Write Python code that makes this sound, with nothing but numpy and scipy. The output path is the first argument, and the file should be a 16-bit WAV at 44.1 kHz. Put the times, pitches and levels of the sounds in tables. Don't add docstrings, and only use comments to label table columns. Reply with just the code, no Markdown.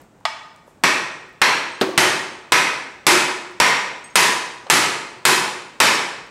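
import sys
import numpy as np
from scipy import signal
from scipy.fft import rfft, irfft
from scipy.io import wavfile
from scipy.ndimage import map_coordinates

SR = 44100
rng = np.random.default_rng(int(sys.argv[2]) if len(sys.argv) > 2 else 0)


def store_wav(level_fs):
    pcm = np.round(np.clip(np.atleast_2d(level_fs), -1, 1) * 32767)
    wavfile.write(sys.argv[1], SR, pcm.T.astype(np.int16))


def volts_from_db(level):
    exponent = np.asarray(level, float) / 20
    return 10 ** exponent


N = 277830
CLICK = np.arange(SR // 2) == 0


def unit(x):
    return x / np.sqrt(np.mean(x ** 2) + 1e-20)


def along(points, hz):
    f, v = np.transpose(points)
    return np.interp(np.log(hz + 1), np.log(f + 1), v)


def coloured(x, points):
    hz = np.fft.rfftfreq(4096, 1 / SR)
    cepstrum = irfft(np.log(volts_from_db(along(points, hz)) + 1e-6))
    cepstrum[1:2048] *= 2
    cepstrum[2049:] = 0
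    response = irfft(np.exp(rfft(cepstrum)))
    return signal.fftconvolve(x, response)[:len(x)]


def ring(modes, scatter_db, detune, attack):
    t = np.arange(SR // 2) / SR
    hz, db, t60 = np.transpose(modes)[..., None]
    luck = np.clip(rng.standard_normal((2, len(modes), 1)), -1.3, 1.3)
    level = volts_from_db(db + scatter_db * luck[0] - 60 * t / t60)
    sines = level * np.sin(2 * np.pi * hz * (1 + detune * luck[1]) * t)
    return sines.sum(axis=0) * (1 - np.exp(-t / attack))


def puff(t60):
    fade = volts_from_db(-60 * np.arange(SR // 2) / SR / t60)
    return fade * rng.standard_normal(SR // 2)


# pitch_hz, t60_s (time to fall 60 dB)
HALL_DECAY = [(120, 0.68), (300, 0.94), (1000, 0.81), (2500, 0.75), (5000, 0.67), (9000, 0.62),
              (12000, 0.4), (16000, 0.52)]
# pitch_hz, level_db
SHEET_WALLS = [(30, -26), (90, -4.5), (140, 4.5), (220, -3), (16000, -2.5)]


def hall(direct, feed, wet_db):
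    span = SR * 3 // 2
    hz, t, z = signal.stft(rng.standard_normal(span), SR, nperseg=256)
    fade = volts_from_db(-60 * t / along(HALL_DECAY, hz)[:, None])
    tail = signal.istft(z * fade, SR, nperseg=256)[1][:span]
    swell = 1 - np.exp(-np.arange(span) / SR / 0.00057)
    tail = coloured(tail * swell, SHEET_WALLS)
    wet = signal.fftconvolve(feed, tail / np.linalg.norm(tail))[:span]
    return volts_from_db(wet_db) * wet + np.pad(direct, (0, span - len(direct)))


def strike(modes, crack, crack_db, t60, wet_db):
    burst = puff(t60)
    spread = .98 * np.linalg.norm(burst) * CLICK + .18 * puff(t60)
    direct = modes + volts_from_db(crack_db) * coloured(burst, crack)
    feed = modes + volts_from_db(crack_db) * coloured(spread, crack)
    return hall(direct, feed, wet_db)


def add(track, s, sound):
    part = track[round(s * SR):][:len(sound)]
    part += sound[:len(part)]


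# pitch_hz, level_db (per Hz)
MURMUR = [(20, -23), (40, 6.5), (70, -3), (130, -3), (300, -7), (800, -12), (1600, -19.5), (3000, -28),
          (5000, -34), (8000, -30.5), (11000, -46), (16000, -41)]


def shop_air():
    t = np.arange(N) / SR
    breathing_db = 0.44 * map_coordinates(rng.standard_normal(60), [t * 8])
    clatter_db = 7.5 * np.clip(1 - t / 0.08, 0, 1)
    rising_db = 0.2 * t
    level_db = -54.5 + clatter_db + rising_db + breathing_db
    return volts_from_db(level_db) * unit(coloured(rng.standard_normal(N), MURMUR))


# start_s, level_db, pitch_hz (centre), t60_s
SMALL_NOISES = [
    (.004, -48, 1800, 0.061),
    (.016, -50, 8700, 0.026),
    (0.204, -58, 7000, 0.017),
    (.667, -57, 10000, .01),
    (.832, -34, 895, 0.011),
    (1.33, -57, 13500, 0.01),
    (3.585, -50, 5000, 0.0092),
    (4.665, -20.5, 800, 0.095),
    (4.668, -29, 2670, 0.022),
    (5.2, -64, 7000, 0.009),
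                (.209, -31, 700, .03),
    (.562, -39, 6000, .005),
    (.677, -28, 700, .03),
    (1.887, -4, 350, .06),
    (.674, -60, 7400, .35),
    (1.29, -60, 12000, .02),
    (3.515, -55, 13000, .01),
    (4.56, -55, 13000, .01),
    (6.272, -53, 12500, .01),
]


def ticks_and_bumps():
    out = np.zeros(N)
    for s, db, hz, t60 in SMALL_NOISES:
        band = [(hz / 5, -50), (hz / 1.6, -4), (hz, 0), (hz * 1.6, -4), (hz * 5, -50), (hz * 30, -110)]
        add(out, s, volts_from_db(db) * strike(0, band, crack_db=0, t60=t60, wet_db=-6))
    return out


# start_s, level_db
AIM = [
    (0.253, -15.5),
]
# pitch_hz, level_db, t60_s
AIM_MODES = [(630, -15, .05), (780, -4, .04), (890, -2, .1), (1130, -4, .07), (1235, 2, .07),
             (1572, -14, .06), (1930, -4, .08), (2300, -4, .07), (2573, -12, .05), (3138, -16, .06),
             (3470, -7, .07), (4662, -18, .05), (5180, -5, .04), (7500, -16, .04)]
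# pitch_hz, level_db
AIM_CRACK = [(300, -37), (650, 14), (1200, 10), (2500, 10.5), (5000, 3.5), (9000, -10), (15000, -36)]


def aiming_tap():
    out = np.zeros(N)
    contact = [(500, -5), (2000, -1), (4500, 11), (6500, -18), (14000, -34)]
    for s, db in AIM:
        pairs = ring(AIM_MODES + AIM_MODES, scatter_db=1, detune=0.008, attack=0.0034)
        add(out, s, -volts_from_db(db - 8) * strike(pairs, AIM_CRACK, crack_db=6, t60=0.031, wet_db=-4.5))
        add(out, s, -volts_from_db(db + 18.5) * coloured(CLICK, contact))
    return out


# start_s, level_db, hardness_db (of the contact), bar_pitch_hz and head_pitch_hz (woken resonances)
BLOWS = [
    (0.8368, -11.5, -5.5, 1080, 5780),
    (1.4164, -10, -6, 1670, 4160),
    (1.9771, -10, -1, 1780, 6300),
    (2.5207, -10, -3, 1490, 5800),
    (3.067, -9, 1, 350, 7700),
    (3.6008, -8.5, -4.5, 2330, 5630),
    (4.1558, -9, 2, 990, 6600),
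    (4.6999, -8.5, 1.5, 4400, 7600),
    (5.2524, -10.5, 3, 960, 7300),
    (5.8021, -7.5, -1, 1130, 5550),
]
# pitch_hz, level_db, t60_s
BAR = [(369.5, -11, 0.11), (943, 0.5, 0.028), (1031, -4.5, 0.14), (1110, -25, 0.11), (1288, -10, 0.18),
       (1540, -15.5, 0.22), (1760, -14, 0.14), (1895, -7, 0.09), (2150, -11, 0.038), (2330, -15, 0.11),
       (2560, -2, 0.025), (2680, -10, 0.06), (3130, -5, 0.014)]
# pitch_hz, level_db (per Hz)
CRACK = [(24, -83), (40, -38), (358, -17), (690, -10), (981, 4), (1400, -2.5), (2200, -5), (3050, -8),
         (11600, -10.5), (12500, -17.5), (15300, -25.5), (16500, -68)]
# pitch_hz, level_db, gain_db (per dB of hardness)
LANDING = [(350, 7, 0.18), (1080, -5.5, 0.24), (2110, 0.5, 0), (5000, -3, 0.76), (10000, -9.5, 1.5)]


def hammer():
    out = np.zeros(N)
    t = np.arange(SR // 8) / SR
    for s, db, hard_db, bar_hz, head_hz in BLOWS:
        modes = volts_from_db(-20) * ring(BAR, scatter_db=5.5, detune=0.0058, attack=0.00017)
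        blow = strike(modes, CRACK, crack_db=5.5, t60=0.07, wet_db=6.5)
        landing = [(hz, level_db + gained * hard_db) for hz, level_db, gained in LANDING]
        masked_db = .55 * hard_db
        lifts = [(bar_hz, 4 + 2.5 * np.log2(1000 / bar_hz)),
                 (head_hz, 3 - masked_db),
                 (head_hz * 1.36, 2 - masked_db)]
        humps = []
        for hz, lift_db in lifts:
            humps += [(hz * .93, 0), (hz, np.clip(lift_db, 0, 10)), (hz * 1.07, 0)]
        add(out, s, volts_from_db(db + 11) * coloured(coloured(blow, landing), humps))
        ping = volts_from_db(db + hard_db + 1.5 - 60 * t / 0.015) * np.sin(2 * np.pi * 8400 * t)
        add(out, s, ping)
        thud = volts_from_db(db - 26 + rng.normal(0, 3) - 60 * t / 0.31) * np.sin(2 * np.pi * 45 * t)
        add(out, s, thud)
    return out


# start_s, level_db, lean_db (towards the upper modes, per octave)
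JINGLE = [
    (1.715, -46, 3),
    (1.745, -49, -12),
    (1.803, -45, 6),
    (1.887, -48, 4),
    (4.041, -41, 6),
    (4.058, -48, -12),
    (4.100, -47, -10),
    (4.145, -48, 4),
    (4.66, -56, 0),
]
# pitch_hz, level_db, t60_s
LOOSE_PART = [(5300, -16, .08), (6541, -2, .1), (8242, 0, .14), (9800, -22, .05), (12145, -25, .07),
              (12900, -30, .05), (13800, -29, .05)]


def loose_part():
    out = np.zeros(N)
    for s, db, lean_db in JINGLE:
        modes = [(hz, level_db + lean_db * np.log2(hz / 7400), t60) for hz, level_db, t60 in LOOSE_PART]
        jingle = ring(modes, scatter_db=2, detune=.002, attack=.001)
        chatter = np.repeat(rng.uniform(.2, 1, SR // 2 // 150), 150)
        jingle = jingle * chatter
        add(out, s, volts_from_db(db) * hall(jingle, jingle, wet_db=-5))
    return out


# start_s, level_db, brightness_db
KNOCK = (1.8118, -16.5, 5)
# pitch_hz, level_db, t60_s
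WOOD = [(227, -8, 0.084), (371, 2.5, 0.076), (565, -10, 0.035), (974, -20, 0.034), (1167, 4.5, 0.019),
        (4240, -7, 0.0092)]


def wooden_knock():
    out = np.zeros(N)
    flat_s = KNOCK[0] + 0.00057
    rebounds = [(flat_s + .0088 * k, -4.5 - 4.5 * k, -11) for k in range(5)]
    for s, db, bright_db in [KNOCK] + rebounds:
        crack = [(60, -59), (130, -7), (250, 4.0), (1200, -1), (4000, bright_db - 2.0), (14000, bright_db - 25.0)]
        modes = 0.46 * ring(WOOD, scatter_db=2.5, detune=0.04, attack=0.002)
        add(out, s, volts_from_db(db) * strike(modes, crack, crack_db=2.5, t60=0.05, wet_db=-6))
    return out


def scene():
    mono = shop_air() + ticks_and_bumps() + aiming_tap() + hammer() + loose_part() + wooden_knock()
    return np.tile(mono, (2, 1))


def squeeze(x, top_db, release, attack):
    keep = np.exp(-1 / (attack * SR))
    level_db = 10 * np.log10(signal.lfilter([1 - keep], [1, -keep], x ** 2) + 1e-12)
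    excess_db = np.maximum(level_db - top_db, 1e-3)
    clock = np.arange(N) / SR / release
    drop_db = np.exp(np.maximum.accumulate(np.log(excess_db) + clock) - clock)
    return x * volts_from_db(-drop_db)


def band_limit(x):
    return signal.sosfilt(signal.butter(12, 17000, fs=SR, output="sos"), x)


# pitch_hz, level_db
MIC = [(20, -22), (100, -1), (200, 2.5), (15800, 3.5), (17500, -18)]


def record(dry):
    x = squeeze(coloured(dry[0], MIC), top_db=-9, release=0.076, attack=0.0041)
    ceiling = .68
    x = x / (1 + np.abs(x / ceiling) ** 4) ** (1 / 4)
    treble_limit = [(15700, 0), (16100, -14), (16700, -26), (17200, -90)]
    gain = volts_from_db(along(treble_limit, np.fft.rfftfreq(N, 1 / SR)))
    x = irfft(rfft(x) * gain, N)
    return band_limit(np.tile(x, (2, 1)))


dry = scene()
out = record(dry)
store_wav(out)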